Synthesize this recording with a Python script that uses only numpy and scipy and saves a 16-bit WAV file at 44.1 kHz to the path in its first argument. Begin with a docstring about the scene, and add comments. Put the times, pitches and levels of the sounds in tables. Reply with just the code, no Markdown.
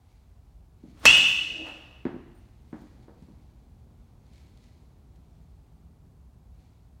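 """In a large hall with rumbling ventilation, a batter swings a metal bat inside a netted cage.
The ball cracks off the barrel, which rings. The swing smears that ring into a band of pitches,
because a moving source sounds higher ahead and lower behind (the Doppler effect).
The ball runs into the net and jolts its steel frame, then drops, bounces and rolls on the turf.
Clothes rustle, gloves creak and a small trinket tinkles as the batter moves."""
import sys
import numpy as np
from scipy import signal
from scipy.fft import rfft, irfft
from scipy.io import wavfile
from scipy.ndimage import uniform_filter1d, minimum_filter1d

SR = 44100
rng = np.random.default_rng(int(sys.argv[2]) if len(sys.argv) > 2 else 0)


def transcribe(signal):
    """Save signal, clipped to [-1, 1], as a 16-bit WAV file at the path in sys.argv[1]."""
    frames = np.atleast_2d(signal).T
    limited = np.clip(frames, -1, 1)
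    pcm = np.round(limited * 32767).astype(np.int16)
    wavfile.write(sys.argv[1], SR, pcm)


N = 308700
TIME = np.arange(N) / SR
HIT_S = 1.054   # the bat meets the ball

# Levels in a table are relative. A fade_s is the time to die away by 60 dB;
# a rise_s or fall_s is the time to change by 10 dB.
# how long the hall rings: pitch_hz, fade_s
HALL_FADES = [(100, 1.1), (400, 0.73), (1500, 0.97), (3000, 1.242), (7000, 0.94), (14000, .85)]
# echoes from walls and roof: delay_s, gain
ECHOES = [(0.012, 0.46), (0.016, .25), (.038, .2), (.089, 0.17), (.109, .17)]
# tone of the ventilation: pitch_hz, level_db
AIR_TONE = [(15, -37), (25, -7.5), (64, 0), (169, -16.5), (183, -20.5), (281, -24), (322, -32), (359, -26),
            (552, -34), (741, -30), (1850, -46.5), (8810, -52), (15500, -55)]
# tone of the hall's rumble and the rolling ball: pitch_hz, level_db
RUMBLE_TONE = [(50, -20), (90, -7.5), (125, 1.5), (170, -4), (230, -5), (400, -17), (900, -25),
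               (2000, -41.5), (8000, -65.5)]

# the batter strides, unwinds, steps back and takes a stance: peak_s, level_db, fall_s
MOVES = [(.11, -72, 0.18), (.48, -79.5, 0.17), (.89, -67.5, 0.14), (2.42, -73.5, 0.53), (2.79, -68, 0.28),
         (3.03, -68.5, 0.02), (3.23, -71.5, 0.14), (3.45, -76, 0.45), (4.02, -78, 0.3), (4.36, -65.5, 0.19),
         (4.64, -67.5, 0.194), (5.16, -66.5, 0.0083), (5.32, -77, .7), (6.62, -72, 0.18)]
# gloves creaking on the grip: start_s, level_db
CREAKS = [(3.03, -66), (3.225, -64), (4.265, -64), (4.335, -62), (4.358, -59), (4.38, -62), (4.574, -59),
          (4.639, -61)]
# tone of rubbing fabric: pitch_hz, level_db
CLOTH_TONE = [(600, -17), (1600, -5), (2250, 2.5), (2800, -3), (4300, 0), (5200, -5.5), (6500, -6),
              (9000, -13), (13000, -19), (16000, -24.5)]
# touches on the trinket: start_s, level_db
TINKLES = [(0.994, -63), (1.004, -68), (1.28, -54.5), (1.315, -52), (2.35, -67.5), (2.375, -70),
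           (2.70, -76), (2.735, -76), (2.812, -74)]
# the trinket's notes: pitch_hz, level_db, fade_s
TRINKET_NOTES = [(8900, 0, .03), (9050, -3, .02), (14300, 0, .02), (14890, -8, 0.01201)]
# a swish, then a brief swell of hiss just before the crack: peak_s, level_db, rise_s, fall_s
WHOOSH_SWELLS = [(0.98, -60, .025, .3), (1.049, -37, .015, .02)]
# tone of that swish and hiss: pitch_hz, level_db
WHOOSH_TONE = [(60, 4), (250, 1), (600, -6), (1100, -2), (2000, -9.5), (3500, -12), (8000, -21),
               (16000, -31.5)]

# notes of the steel frame and its clips: pitch_hz, level_db, fade_s
FRAME_NOTES = [(3480, 3, 0.8), (6336, -8.5, .59), (7106, -13, .57), (7935, -23, .5), (12450, -25, .7),
               (12800, -18, 0.74), (14230, -20, .4), (14650, -21, .35)]
# the ball whips into the net: start_s, level_db
WHIPS = [(1.172, -33), (1.3, -50.5)]
# jerks that shake the net: peak_s, level_db, fall_s
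NET_JERKS = [(1.6, -54, 0.07), (1.675, -40.5, 0.0415), (1.78, -58, 0.3)]
# tone of the rattling knots: pitch_hz, level_db
RATTLE_TONE = [(150, -6.5), (700, 4.5), (1400, -2), (2400, -5.5), (5000, -18), (12000, -29.5), (16000, -35)]
# tone of the tight cords: pitch_hz, level_db
DRONE_TONE = [(120, -19), (270, -13), (320, 1), (380, -17.5), (620, -12.5), (1000, -34.5), (4000, -75)]
# footfalls, the ball in the net and its bounces: start_s, thump_db, slap_db, pitch_factor
THUDS = [(.837, -38, -35, 0.85), (.882, -45.5, -50, 0.69), (1.179, -36.5, -18, .4),
         (2.053, -20, -14.5, 1.01), (2.729, -30.5, -22, 0.884), (3.082, -42.5, -28.5, 1.39),
         (3.222, -42, -50, 0.594), (3.285, -45, -35, 0.87)]
# low notes of a thud at a pitch_factor of 1: pitch_hz, level_db, fade_s
THUMP_NOTES = [(262.6, 0.5, .04), (338.4, -1, 0.05506), (166, -22, 0.024), (345, -23, .25)]
# tone of the slap on top of a thud: pitch_hz, level_db
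SLAP_TONE = [(100, -15), (450, -1.5), (800, 1), (1200, -4.5), (1900, -7), (2600, -18), (5000, -23.5),
             (9000, -29), (16000, -45.5)]

# short notes of the ball and the bending bat: pitch_hz, level_db, fade_s
KNOCK_NOTES = [(75.5, -30, 0.081), (320, -28, 0.021), (616, -24, .035), (918, -21.5, 0.11),
               (1130, -21.5, .06), (1440, -20, 0.043), (1800, -10, 0.015), (1980, -11, 0.046),
               (2564, -12, .09), (4325, -24, .14), (5300, -23, .12), (5764, -22.5, 0.15), (7590, -22, .13)]
# what the turf sends back of the knock: pitch_hz, level_db, fade_s
FLOOR_NOTES = [(700, -16.5, .025), (1630, -8, .02), (2120, 0, 0.012)]
# tone of the crack heard directly: pitch_hz, level_db
CRACK_TONE = [(50, -14), (200, -14), (600, -10), (1200, -5), (2100, -0.5), (3500, -9), (6000, -9.5),
              (9000, -19.5), (12000, -22), (16000, -33)]
# tone of the crack as the hall returns it: pitch_hz, level_db
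WASH_TONE = [(50, -6), (250, 2.5), (450, -7), (900, -3.5), (2000, -2.5), (3600, 0), (4900, -5.5),
             (6000, -4), (8000, -10), (10500, -20.5), (16000, -31)]
# the barrel's ringing notes: pitch_hz, level_db, fade_s
BARREL_NOTES = [(2749, 2, 0.46), (3330, -12.5, .45), (4460, -19, .2), (5455, -19, 0.18), (6020, -16, 0.12),
                (6800, -23.5, 0.18), (7850, -17, 0.13)]
# the barrel's flight after the hit: time_s, speed_m_per_s, towards_microphone_m_per_s
SWING = [(1.054, 26.8, -17), (1.085, 24.5, -10), (1.12, 23, 7), (1.15, 22.5, 20), (1.22, 19, 14),
         (1.35, 7.8, -8.5), (1.7, 5.5, 11)]


def from_db(db):
    """Turns decibels into a gain to multiply by."""
    return 10 ** (np.asarray(db) / 20)


def unit_energy(x):
    """Scales a sound so that its squared samples add up to 1."""
    return x / np.sqrt(np.sum(x ** 2) + 1e-20)


def at_hz(points, hz):
    """Reads a curve between its listed pitches."""
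    pitches, values = np.transpose(points)
    return np.interp(np.log(hz + 1), np.log(pitches), values)


def convolve(x, response):
    """Lets every sample of x set off its own copy of the response."""
    return signal.fftconvolve(x, response)[:N]


def place(sound, start_s):
    """Sets a sound into silence at the given time."""
    start = round(start_s * SR)
    return np.pad(sound, (start, max(N - start - len(sound), 0)))[:N]


def keep_side(x, side, hz, order=2):
    """Keeps the "low" or "high" side of a pitch and turns the rest down."""
    return signal.sosfilt(signal.butter(order, hz, side, fs=SR, output="sos"), x + 1e-18)


def colour(x, tone, size=16384):
    """Gives a sound the bass and treble of a tone table; white noise keeps its power."""
    gains = from_db(at_hz(tone, np.fft.rfftfreq(size, 1 / SR)))
    cepstrum = irfft(np.log(gains))
    # fold onto the first half, so the filter never sounds ahead of its input
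    cepstrum[1:size // 2] *= 2
    cepstrum[size // 2 + 1:] = 0
    response = irfft(np.exp(rfft(cepstrum)))
    return convolve(x, unit_energy(response))


def noise(tone):
    """Steady noise with the given tone."""
    return colour(rng.standard_normal(N), tone)


def burst(fade_s):
    """A puff of white noise that dies away."""
    t = TIME[:SR // 4]
    return rng.standard_normal(len(t)) * from_db(-60 * t / fade_s)


def evened(x):
    """Smooths a short noise's spectrum, so that it has no pitch of its own."""
    spectrum = rfft(x)
    power = uniform_filter1d(np.abs(spectrum) ** 2, size=150)
    flat = irfft(spectrum * np.sqrt(power.mean() / power))
    return flat[:len(flat) // 2]


def grains(per_s, spread_db):
    """Tiny random clicks of uneven size, with an average power of 1."""
    sizes = from_db(spread_db * np.minimum(rng.exponential(1, N), 4))
    signs = rng.choice([-1, 1], N)
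    clicks = sizes * signs * (rng.random(N) < per_s / SR)
    return clicks / np.sqrt(np.mean(clicks ** 2) + 1e-20)


def ring(notes, t):
    """The fading notes of a struck object, at times t after the blow."""
    return sum(from_db(db - 60 * t / fade_s) * np.sin(2 * np.pi * hz * t) for hz, db, fade_s in notes)


def swell(peak_s, level_db, rise_s, fall_s):
    """A gain that grows to a peak and dies away."""
    early, late = np.maximum(peak_s - TIME, 0), np.maximum(TIME - peak_s, 0)
    return from_db(level_db - np.minimum(10 * (early / rise_s + late / fall_s), 200))


def gestures(rows, rise_share):
    """The gain of overlapping movements; each rises in a share of its fall time."""
    return np.sqrt(sum(swell(s, db, rise_share * fall_s, fall_s) ** 2 for s, db, fall_s in rows))


def echoes(x):
    """Walls and roof send back late, quieter copies."""
    return sum(gain * place(x, delay_s) for delay_s, gain in ECHOES)


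def hall_tail(build_s, fade_share=1):
    """The hall's blur of echoes builds up, then each band of pitches dies at its own rate."""
    t = TIME[:2 ** 16]
    white = rfft(rng.standard_normal(len(t)))
    hz = np.fft.rfftfreq(len(t), 1 / SR)
    centres, fades = np.transpose(HALL_FADES)
    bands = [irfft(white * at_hz(np.c_[centres, share], hz)) for share in np.eye(len(centres))]
    dying = sum(band * from_db(-60 * t / (fade_s * fade_share)) for band, fade_s in zip(bands, fades))
    return unit_energy(dying * (1 - np.exp(-t / build_s)))


def in_hall(x, echo_db, tail_db):
    """A sound with its separate echoes and its blurred tail."""
    return x + from_db(echo_db) * echoes(x) + from_db(tail_db) * convolve(x, hall_tail(build_s=0.011))


def ventilation(hum_hz=160, hum_start_s=4.7, fade_in_s=0.65, ebb_db_per_s=2.5):
    """Air rumbles steadily; a fan's faint low note comes up and slowly ebbs."""
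    running_s = np.maximum(TIME - hum_start_s, 0)
    hum_gain = from_db(-59.5 - ebb_db_per_s * running_s) * np.minimum(running_s / fade_in_s, 1)
    return from_db(-53) * noise(AIR_TONE) + hum_gain * np.sin(2 * np.pi * hum_hz * TIME)


def hall_rumble(peak_s=4.1, slope_db_per_s=1.75, fade_in_s=0.75):
    """Low noise fades in, slowly swells and ebbs."""
    level_db = -59.5 - slope_db_per_s * np.abs(TIME - peak_s)
    fade_in = np.minimum(TIME / fade_in_s, 1) ** 2
    return from_db(level_db) * fade_in * noise(RUMBLE_TONE)


def clothes():
    """Fabric rubs in tiny clicks with each movement; the gloves creak on the grip."""
    motion = np.hypot(gestures(MOVES, rise_share=0.55), from_db(-90))   # cloth is never quite still
    rubbing = from_db(-3.5) * motion * grains(per_s=2300, spread_db=2.5)
    creaks = sum(from_db(db) * place(burst(fade_s=0.017), s) for s, db in CREAKS)
    return in_hall(colour(rubbing + creaks, CLOTH_TONE), echo_db=-7.5, tail_db=-5.5)


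def trinket():
    """Each touch is a tiny chatter that sets a small piece of metal ringing."""
    touches = sum(from_db(db) * place(burst(fade_s=0.079), s) for s, db in TINKLES)
    ringing = unit_energy(ring(TRINKET_NOTES, TIME[:SR // 8]))
    return in_hall(convolve(touches, ringing), echo_db=-5.5, tail_db=-6.5)


def whoosh():
    """A swish, then a brief swell of hiss just before the crack."""
    return sum(swell(*row) for row in WHOOSH_SWELLS) * noise(WHOOSH_TONE)


def rolling_ball():
    """The ball rolls out over the turf with a low rumble."""
    return swell(peak_s=3, level_db=-56, rise_s=0.25, fall_s=0.26) * noise(RUMBLE_TONE)


def steel_frame(build_s=0.008):
    """The cage's steel takes up the net's jolt softly and rings in thin, high notes."""
    t = TIME[:SR]
    ringing = ring(FRAME_NOTES, t) * (1 - np.exp(-t / build_s))
    return from_db(-41) * place(ringing, start_s=1.265)


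def net():
    """The ball whips into the net and stretches it; tight cords drone while the knots rattle."""
    whips = sum(from_db(db) * place(burst(fade_s=0.08), s) for s, db in WHIPS)
    whips = keep_side(whips, "high", hz=6002)
    knots = colour(grains(per_s=1000, spread_db=1.5), RATTLE_TONE)
    rattle = gestures(NET_JERKS, rise_share=0.49) * knots
    drone = swell(peak_s=1.63, level_db=-44.5, rise_s=0.18, fall_s=0.1276) * noise(DRONE_TONE)
    return drone + from_db(-4) * in_hall(rattle + whips, echo_db=-5.5, tail_db=-2.5)


def thuds():
    """Feet and ball land with a low thump and a slap; gentler blows touch longer and sound duller."""
    t = TIME[:SR // 2]
    thumps = sum(from_db(db) * place(ring(THUMP_NOTES, t * pitch), s) for s, db, _, pitch in THUDS)
    thumps = keep_side(thumps, "low", hz=600)
    thumps = keep_side(thumps, "high", hz=130)
    click = signal.unit_impulse(SR // 20)
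    slaps = np.zeros(N)
    for start_s, _, slap_db, _ in THUDS:
        dulled = keep_side(click, "low", hz=8500 * from_db(0.6 * slap_db))
        slaps += from_db(slap_db) * place(dulled, start_s)
    slaps = colour(slaps, SLAP_TONE)
    scatter = from_db(2.5) * convolve(slaps, unit_energy(burst(fade_s=0.32)))   # off mats and frames
    return in_hall(thumps, echo_db=1, tail_db=-5.5) + in_hall(slaps, echo_db=-5, tail_db=0) + scatter


def bat_knock(floor_delay_s=0.0037):
    """The ball and the bending bat give a solid knock, which the floor sends back."""
    knock = place(ring(KNOCK_NOTES, TIME[:SR // 2]), HIT_S)
    off_floor = from_db(-7) * place(ring(FLOOR_NOTES, TIME[:SR // 8]), HIT_S + floor_delay_s)
    return in_hall(knock + off_floor, echo_db=-11, tail_db=-9)


def bat_crack():
    """The contact makes a hard crack that scatters off floor and frames and washes round the hall."""
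    crack = from_db(-9) * evened(burst(fade_s=0.055))
    scatter = from_db(-21.5) * evened(burst(fade_s=0.13))
    wash = from_db(11) * colour(hall_tail(build_s=0.003), WASH_TONE)
    return place(colour(crack + scatter, CRACK_TONE), HIT_S) + place(wash, HIT_S)


def bat_ping(swell_s=0.010003, directions=12, sound_m_per_s=343):
    """The barrel rings as it flies, so each direction gets its own shift in pitch."""
    t = TIME[:SR]
    times, speeds, approaches = np.transpose(SWING)
    speed = np.interp(HIT_S + t, times, speeds)
    approach = np.interp(HIT_S + t, times, approaches)

    def shifted_ring(closing_speed):
        """The nearer the barrel comes, the sooner its sound arrives."""
        metres_nearer = np.cumsum(closing_speed) / SR
        return ring(BARREL_NOTES, t + metres_nearer / sound_m_per_s)

    # the ring swells in about a hundredth of a second after the hit
    swell_in = 1 - np.exp(-(t / swell_s) ** 4)
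    direct = place(shifted_ring(approach) * swell_in, HIT_S)
    angles = np.pi * (np.arange(directions) + 0.5) / directions
    rings = [shifted_ring(speed * np.cos(angle)) for angle in angles]
    tails = sum(convolve(ringing, hall_tail(build_s=0.0045, fade_share=0.89)) for ringing in rings)
    hall = place(tails / np.sqrt(directions), HIT_S)
    return from_db(-6) * direct + from_db(-16) * echoes(direct) + from_db(-8) * hall


def scene():
    """The hit, the ball's path, the batter's movements and the hall, at one microphone."""
    hit = bat_ping() + bat_knock() + bat_crack()
    ball = thuds() + net() + steel_frame() + rolling_ball()
    batter = whoosh() + clothes() + trinket()
    background = ventilation() + hall_rumble()
    return (hit + ball + batter + background)[None]


def limiter(x, ceiling_db, recover_db_per_s):
    """Turns the volume down at once on a peak, then steadily back up."""
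    over_db = np.maximum(20 * np.log10(np.abs(x) + 1e-9) - ceiling_db, 0)
    recovery_db = recover_db_per_s * TIME
    held_db = np.maximum.accumulate(over_db + recovery_db, axis=-1) - recovery_db
    smooth_db = uniform_filter1d(minimum_filter1d(-held_db, size=24), size=24)
    return x * from_db(smooth_db)


def record(dry):
    """The microphone sheds the deepest bass, a limiter flattens the hit, the top treble is cut."""
    trimmed = keep_side(dry, "high", hz=38, order=8)
    limited = limiter(trimmed, ceiling_db=-3.2, recover_db_per_s=500.5)
    treble_cut = signal.ellip(10, 0.1, 80, 15900, fs=SR, output="sos")
    return signal.sosfilt(treble_cut, limited)


dry = scene()
out = record(dry)
transcribe(out)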